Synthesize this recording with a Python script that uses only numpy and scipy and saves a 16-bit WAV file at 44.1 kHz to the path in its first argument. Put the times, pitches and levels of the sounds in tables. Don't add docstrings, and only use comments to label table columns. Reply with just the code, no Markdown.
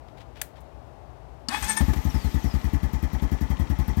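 import sys
import numpy as np
from scipy import signal
from scipy.fft import rfft, irfft
from scipy.io import wavfile

SR = 44100
rng = np.random.default_rng(int(sys.argv[2]) if len(sys.argv) > 2 else 0)


def put_to_file(sound):
    columns = np.atleast_2d(sound).T
    safe = np.clip(columns, -1, 1)
    whole_steps = np.round(safe * 32767)
    wavfile.write(sys.argv[1], SR, whole_steps.astype(np.int16))


N = 176400
T = np.arange(N) / SR


def from_db(db):
    return 10 ** (np.asarray(db) / 20)


def rms_one(x):
    return x / np.sqrt(np.mean(x ** 2) + 1e-20)


def curve(rows):
    return np.interp(T, *np.transpose(rows))


def white():
    return rng.standard_normal(N)


def tone(hz):
    return np.sin(2 * np.pi * np.cumsum(hz) / SR)


def colour(x, spectrum):
    hz, db = np.transpose(spectrum)
    f = np.maximum(np.arange(N // 2 + 1) * SR / N, 1)
    gain = from_db(np.interp(np.log(f), np.log(hz), db))
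    low_cut = np.minimum(f / hz[0], 1) ** 2
    return rms_one(irfft(rfft(x) * gain * low_cut, N))


def drift(hz):
    return rms_one(signal.sosfilt(signal.butter(2, hz, fs=SR, output="sos"), white()))


def band(x, low_hz, high_hz, order):
    return signal.sosfilt(signal.butter(order, [low_hz, high_hz], "band", fs=SR, output="sos"), x + 1e-18)


def resonate(x, modes, order):
    return sum((-1) ** k * from_db(db) * band(x, hz - width / 2, hz + width / 2, order)
               for k, (hz, width, db) in enumerate(modes))


def body(x, modes):
    return rms_one(resonate(x, modes, order=1))


def clicks(rows, vary_db=0):
    s, db = np.transpose(rows)
    return np.bincount((s * SR).astype(int), from_db(db + vary_db * rng.standard_normal(len(s))), N)[:N]


def bursts(rows, attack_s, hold_s, t60_s):
    t = T[:SR // 2]
    shape = np.minimum(t / attack_s, 1) * from_db(-60 * np.maximum(t - hold_s, 0) / t60_s)
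    return signal.fftconvolve(clicks(rows), shape)[:N]


def swells(rows):
    return sum(from_db(db) * np.exp(-.5 * ((T - s) / sigma) ** 2) for s, db, sigma in rows)


def grains(per_s, spread_db):
    hits = rng.random(N) < per_s / SR
    return hits * from_db(spread_db * np.minimum(rng.exponential(1, N), 4)) * rng.choice([-1, 1], N)


# frequency in Hz, relative level in dB.
AIR = [(25, -50.5), (59, 1), (92, -12.5), (123, -9), (200, -23), (242, -18.5), (516, -20.5), (624, -16),
       (796, -18), (962, -23), (1560, -34), (16000, -62.5)]

def outdoor_air():
    return from_db(-41.5) * colour(white(), AIR) + from_db(-84) * body(white(), [(11700, 160, 0)])


# start in seconds, level in dB, hold in seconds.
FUMBLES = [(0.081, -54, 0.0036), (0.17, -51, 0.019), (0.2, -48, 0.016), (0.353, -47.5, 0.0043),
           (0.366, -52.5, 0.035), (0.555, -55.5, 0.031)]
# frequency in Hz, relative level in dB.
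SCRAPE = [(1000, 0.5), (1900, 1), (3400, -0.5), (6000, -12), (9000, -19.5), (15000, -23)]
SNAP = [(350, -39.5), (600, -24), (790, 3), (1040, -16), (1310, -1), (1830, 0), (3630, -9), (4050, -7),
        (5120, -11.5), (8740, -4.5), (10300, -7), (13000, -5), (16000, -9.5)]

def key(turn_s=.4152):
    slides = sum(bursts([(s, db)], .0024, hold_s, .08) for s, db, hold_s in FUMBLES)
    snap = bursts([(turn_s, -19.5)], .000071, .0033, .014)
    tail = bursts([(turn_s, -37.5)], .0027, .0033, .18)
    ring = bursts([(.605, -56.5)], .00084, .0012, .079) * rms_one(band(white(), 6500, 15000, order=2))
    return (snap + tail) * colour(white(), SNAP) + slides * colour(grains(3000, 2.8), SCRAPE) + ring


# start in seconds, level in dB.
CLACKS = [(1.4855, -0.5), (1.490, -14)]
# centre in Hz, width in Hz, relative level in dB.
PLUNGER = [(4620, 230, 2.5), (8050, 1040, -8)]
# frequency in Hz, level in dB, T60 in seconds.
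CASING = [(238, -24, 0.11), (944, -37, 0.094), (1290, -30, .05), (2890, -30, 0.045), (4960, -37, .04),
          (5460, -22, 0.03), (7250, -29, 0.053)]
# frequency in Hz, relative level in dB.
GRIND = [(180, -20), (300, -0.5), (502, -39), (856, 1.5), (1340, -6), (1720, -1.5), (2790, -19),
         (3520, -8.5), (7440, -19.5), (8360, -11), (16000, -40)]

def solenoid():
    out = from_db(-32.5) * colour(white(), GRIND) * bursts(CLACKS, .00069, .0042, .15)
    out += from_db(-20) * body(white(), PLUNGER) * bursts(CLACKS, .00075, .002, .02)
    strikes = clicks(CLACKS) + 1e-18
    for hz, db, t60_s in CASING:
        r, w = from_db(-60 / (t60_s * SR)), 2 * np.pi * hz / SR
        out += from_db(db) * signal.lfilter([0, np.sin(w)], [1, -2 * r * np.cos(w), r * r], strikes)
    return out


# frequency in Hz, relative level in dB.
CLATTER = [(180, 1.5), (300, -7.5), (478, -13), (634, -33), (856, -8.5), (1460, -17.5), (1780, -24),
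           (2480, -25), (4830, -29), (5700, -29), (10400, -39.5), (14000, -40), (16000, -40)]

def chain():
    contacts = grains(per_s=2500, spread_db=4.5) + 1.05 * white()
    fade_in = np.clip((T - CLACKS[0][0]) / .066, 0, 1)
    return from_db(-41) * colour(contacts, CLATTER) * fade_in


# peak time in seconds, level in dB, sigma in seconds.
SURGES = [(1.549, -28, 0.023), (1.641, -33.5, .014), (1.703, -31, 0.019), (1.777, -27, 0.0054),
          (1.799, -40, 0.0076)]

def starter_load(start_s=1.495):
    drag = bursts([(start_s, -45.5)], attack_s=.014, hold_s=.323, t60_s=.31)
    return drag + swells(SURGES) * (T > start_s)


# time in seconds, tooth rate in Hz.
TOOTH_RATE = [(1.51, 362.8), (1.536, 413.8), (1.556, 428.2), (1.61, 432), (1.632, 396.8), (1.68, 438.4),
              (1.708, 433.8), (1.75, 430), (1.77, 444), (1.81, 444)]
# centre in Hz, width in Hz, relative level in dB.
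HOUSING = [(922, 170, -5), (1110, 73, 1.5), (1793, 45, 6), (2220, 120, -8), (2529, 54, -3),
           (3380, 260, -22)]
# multiple of the tooth rate, relative level in dB.
MESH = [(2, -2.5), (3, -17), (4, -6.5), (5, -9), (6, -16), (8, -8.5), (12, -16)]

def starter_gear(jitter=.021, wobble=.012, flutter_db=3.5):
    phase = np.cumsum(curve(TOOTH_RATE) * (1 + jitter * drift(300))) / SR
    strikes = np.diff(np.floor(phase), prepend=0) * from_db(3 * white())
    housing = from_db(3.5) * body(strikes, HOUSING)
    grind = from_db(-2.5) * colour(white(), GRIND) * (1 + .5 * np.cos(2 * np.pi * phase))
    mesh_hz = curve(TOOTH_RATE) * (1 + wobble * drift(103))
    whine = sum(from_db(db + flutter_db * drift(62)) * tone(k * mesh_hz) for k, db in MESH)
    return starter_load() * (housing + grind + whine)


# time in seconds, level in dB.
BRUSH_LEVEL = [(1.5, -46), (1.56, -40), (1.71, -35), (1.76, -40), (1.95, -47.5), (2.3, -46.5), (2.7, -54),
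               (3.1, -109)]
# frequency in Hz, relative level in dB.
BRUSHES = [(2000, 11), (4000, 7.5), (6000, 5.5), (8800, 2), (10400, -7), (12000, -4), (13200, 2.5),
           (16000, -10)]
WHINE = [(1400, -16), (3600, -2), (5500, 5.5), (7000, -7), (10400, -12), (12000, 1), (14500, -1)]
# time in seconds, pitch in Hz.
SPIN_DOWN = [(1.8, 6400), (1.91, 7360), (2.05, 6130), (2.25, 4300), (2.5, 2580), (2.72, 1345)]

def starter_motor(hum_hz=210, flutter_db=6):
    brushes = colour(white(), BRUSHES) + from_db(-10.5) * body(white(), [(11890, 160, 0)])
    brushes *= from_db(curve(BRUSH_LEVEL)) * (T > BRUSH_LEVEL[0][0])
    hum = tone(hum_hz + 4 * drift(18)) * bursts([(1.66, -36)], .013, .16, .1)
    spin_hz = curve(SPIN_DOWN) + 70 * drift(457)
    whine = colour(tone(spin_hz) + tone(2 * spin_hz), WHINE) * from_db(flutter_db * drift(29))
    whine *= swells([(2.25, -58, .45)]) * (T > SPIN_DOWN[0][0])
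    return brushes + hum + whine


def silencer_boom(start_s, db, pitch, low_hz=45.5, high_hz=98.8, sag_s=.022):
    t = T[:SR // 4]
    hz = pitch * (low_hz + (high_hz - low_hz) * np.exp(-t / sag_s))
    attack = np.sqrt(np.minimum(t / .012, 1))
    release = from_db(-60 * np.maximum(t - .034, 0) / .071)
    return np.pad(from_db(db - 14) * attack * release * tone(hz), (int(start_s * SR), N))[:N]


# time in seconds, pitch in Hz.
SQUEAL_PITCH = [(1.62, 9040), (1.645, 8020), (1.68, 8750), (1.705, 8550), (1.755, 8450), (1.768, 9313),
                (1.785, 8580), (1.82, 8900)]
# peak time in seconds, relative level in dB, sigma in seconds.
SQUEALS = [(1.629, -37.5, 0.0031), (1.645, -33, 0.0027), (1.701, -29, 0.0057), (1.708, -35.5, 0.019),
           (1.775, -26.5, 0.0026), (1.785, -28, 0.0018), (1.792, -44.5, 0.014)]
# frequency in Hz, relative level in dB.
RASP = [(3000, -48), (5200, 1), (6500, 7.5), (8200, -5), (9400, -1), (10500, -3), (13000, -2), (16000, -24)]
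# start in seconds, level in dB.
SLIPS = [(1.623, -36.5), (1.641, -39), (1.682, -33), (1.716, -37), (1.766, -34.5)]

def starter_drive(wander_hz=132, roughness=.24):
    hz = curve(SQUEAL_PITCH) + wander_hz * drift(1000)
    squeal = rms_one(tone(hz) * (1 + roughness * drift(370)))
    rasp = colour(grains(3300, 1.6), RASP) * bursts(SLIPS, .00096, .014, .14)
    return from_db(7) * swells(SQUEALS) * squeal + rasp


# start in seconds, relative level in dB.
FIRINGS = [(1.8053, 3.5), (1.881, 3.5), (1.961, -2.5), (2.051, 0.5), (2.1426, 1), (2.2445, -0.5),
           (2.3425, 0.5), (2.442, 1), (2.539, 1), (2.6427, 0), (2.7334, 1.5), (2.831, 0), (2.9335, -1),
           (3.0276, 0), (3.1319, -1), (3.2222, 1), (3.317, 0), (3.4112, 0), (3.5012, 0), (3.596, 1),
           (3.6989, 0), (3.7891, 0.5), (3.8805, -0.5), (3.97, 1.5)]
FIRING_S = np.array(FIRINGS)[:, 0]
# centre in Hz, width in Hz, gain in dB.
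PIPE = [(128.2, 21.6, 31.5), (198.2, 34, 24), (245.4, 16.8, 23), (275, 19, 25.5), (333, 32, 7.5)]
# frequency in Hz, relative level in dB.
GAS = [(52, -8), (100, -3), (160, -19.5), (280, -9.5), (450, -23), (700, -28), (1500, -51)]

def exhaust(puff_delay_s=.003, puff_width_s=.0014):
    gulp = silencer_boom(1.615, db=-9, pitch=.89)
    booms = sum(silencer_boom(s, db, pitch=rng.normal(1, .04)) for s, db in FIRINGS)
    silencer = signal.sosfilt(signal.butter(2, 36, "high", fs=SR, output="sos"), gulp + booms)
    pipe = resonate(clicks(FIRINGS, vary_db=.5), PIPE, order=2)
    t = T[:SR // 50]
    u = (t - puff_delay_s) / puff_width_s
    pulse = (1 - u * u) * np.exp(-.5 * u * u) * np.minimum(t / puff_width_s, 1)
    puffs = signal.fftconvolve(clicks(FIRINGS), pulse)[:N]
    puffs = signal.lfilter(*signal.butter(1, 30, "high", fs=SR), puffs)
    gas = colour(white(), GAS) * bursts(FIRINGS, .0014, .03, .13)
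    return silencer + pipe + from_db(-16) * puffs + from_db(-31) * gas


# centre in Hz, width in Hz, relative level in dB.
BLOCK = [(872, 48, 6), (772, 147, -3), (1047, 24, -2.5), (1235, 73, -4), (1464, 79, -11), (1735, 52, -2),
         (1898, 47, -14), (2290, 17, -7), (2457, 55, -12)]
# frequency in Hz, relative level in dB.
SPIT = [(2000, 8), (5000, 4), (8600, 0.5), (10300, -5.5), (11800, 5), (14000, -12), (16000, 2)]
JOLT = [(100, -7), (250, 16.5), (500, 1), (900, 3.5), (1800, -1.5), (3000, -8), (9000, -17), (16000, -18)]

def engine_block(spit_lead_s=.0028):
    jolts = colour(white(), JOLT) * bursts([(1.8095, -24.5), (1.9335, -25.5)], .00026, .0039, .054)
    knock = from_db(-41.5) * body(grains(3000, .96), BLOCK) * bursts(FIRINGS, .00068, .036, .26)
    spit = colour(white(), SPIT) * bursts([(s - spit_lead_s, -45) for s in FIRING_S], .0027, .015, .091)
    return jolts + knock + spit


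# centre in Hz, width in Hz, relative level in dB.
TICK = [(11670, 320, -1.5), (13400, 420, 3), (14500, 600, -4)]
HEAD = [(1913, 51, 11), (2070, 105, 7), (3210, 40, 2.5), (5710, 104, -0.5), (7020, 57, -5)]
# frequency in Hz, relative level in dB.
TAPPETS = [(1500, 0), (2300, 11.5), (3200, 8.5), (4300, 5.5), (5700, -8), (7500, -4), (15000, -28)]

def valve_gear(tick_lead_s=.0055, knock_delay_s=.0071, seat_fractions=(.577, .708), vary_db=2.5):
    leads = [(s - tick_lead_s, rng.normal(-47.5, vary_db)) for s in FIRING_S]
    ticks = body(white(), TICK) * bursts(leads, .0033, .0068, .057)
    knocks = bursts([(s + knock_delay_s, -47.5) for s in FIRING_S], .0027, .014, .063)
    head = body(grains(2500, 1), HEAD) * (knocks + from_db(-52) * (T > FIRING_S[0]))
    seats = [(s + fraction * cycle_s, rng.normal(-50.5, vary_db))
             for s, cycle_s in zip(FIRING_S, np.diff(FIRING_S)) for fraction in seat_fractions]
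    tappets = colour(white(), TAPPETS) * bursts(seats, .0019, .0032, .07)
    return ticks + head + tappets


def scene():
    left = outdoor_air() + key() + solenoid() + chain()
    left += starter_gear() + starter_motor() + starter_drive()
    left += exhaust() + engine_block() + valve_gear()
    return np.array([left, np.zeros(N)])


def record(dry, cutoff_hz=15900):
    return signal.sosfilt(signal.ellip(10, .2, 80, cutoff_hz, fs=SR, output="sos"), dry)


dry = scene()
out = record(dry)
put_to_file(out)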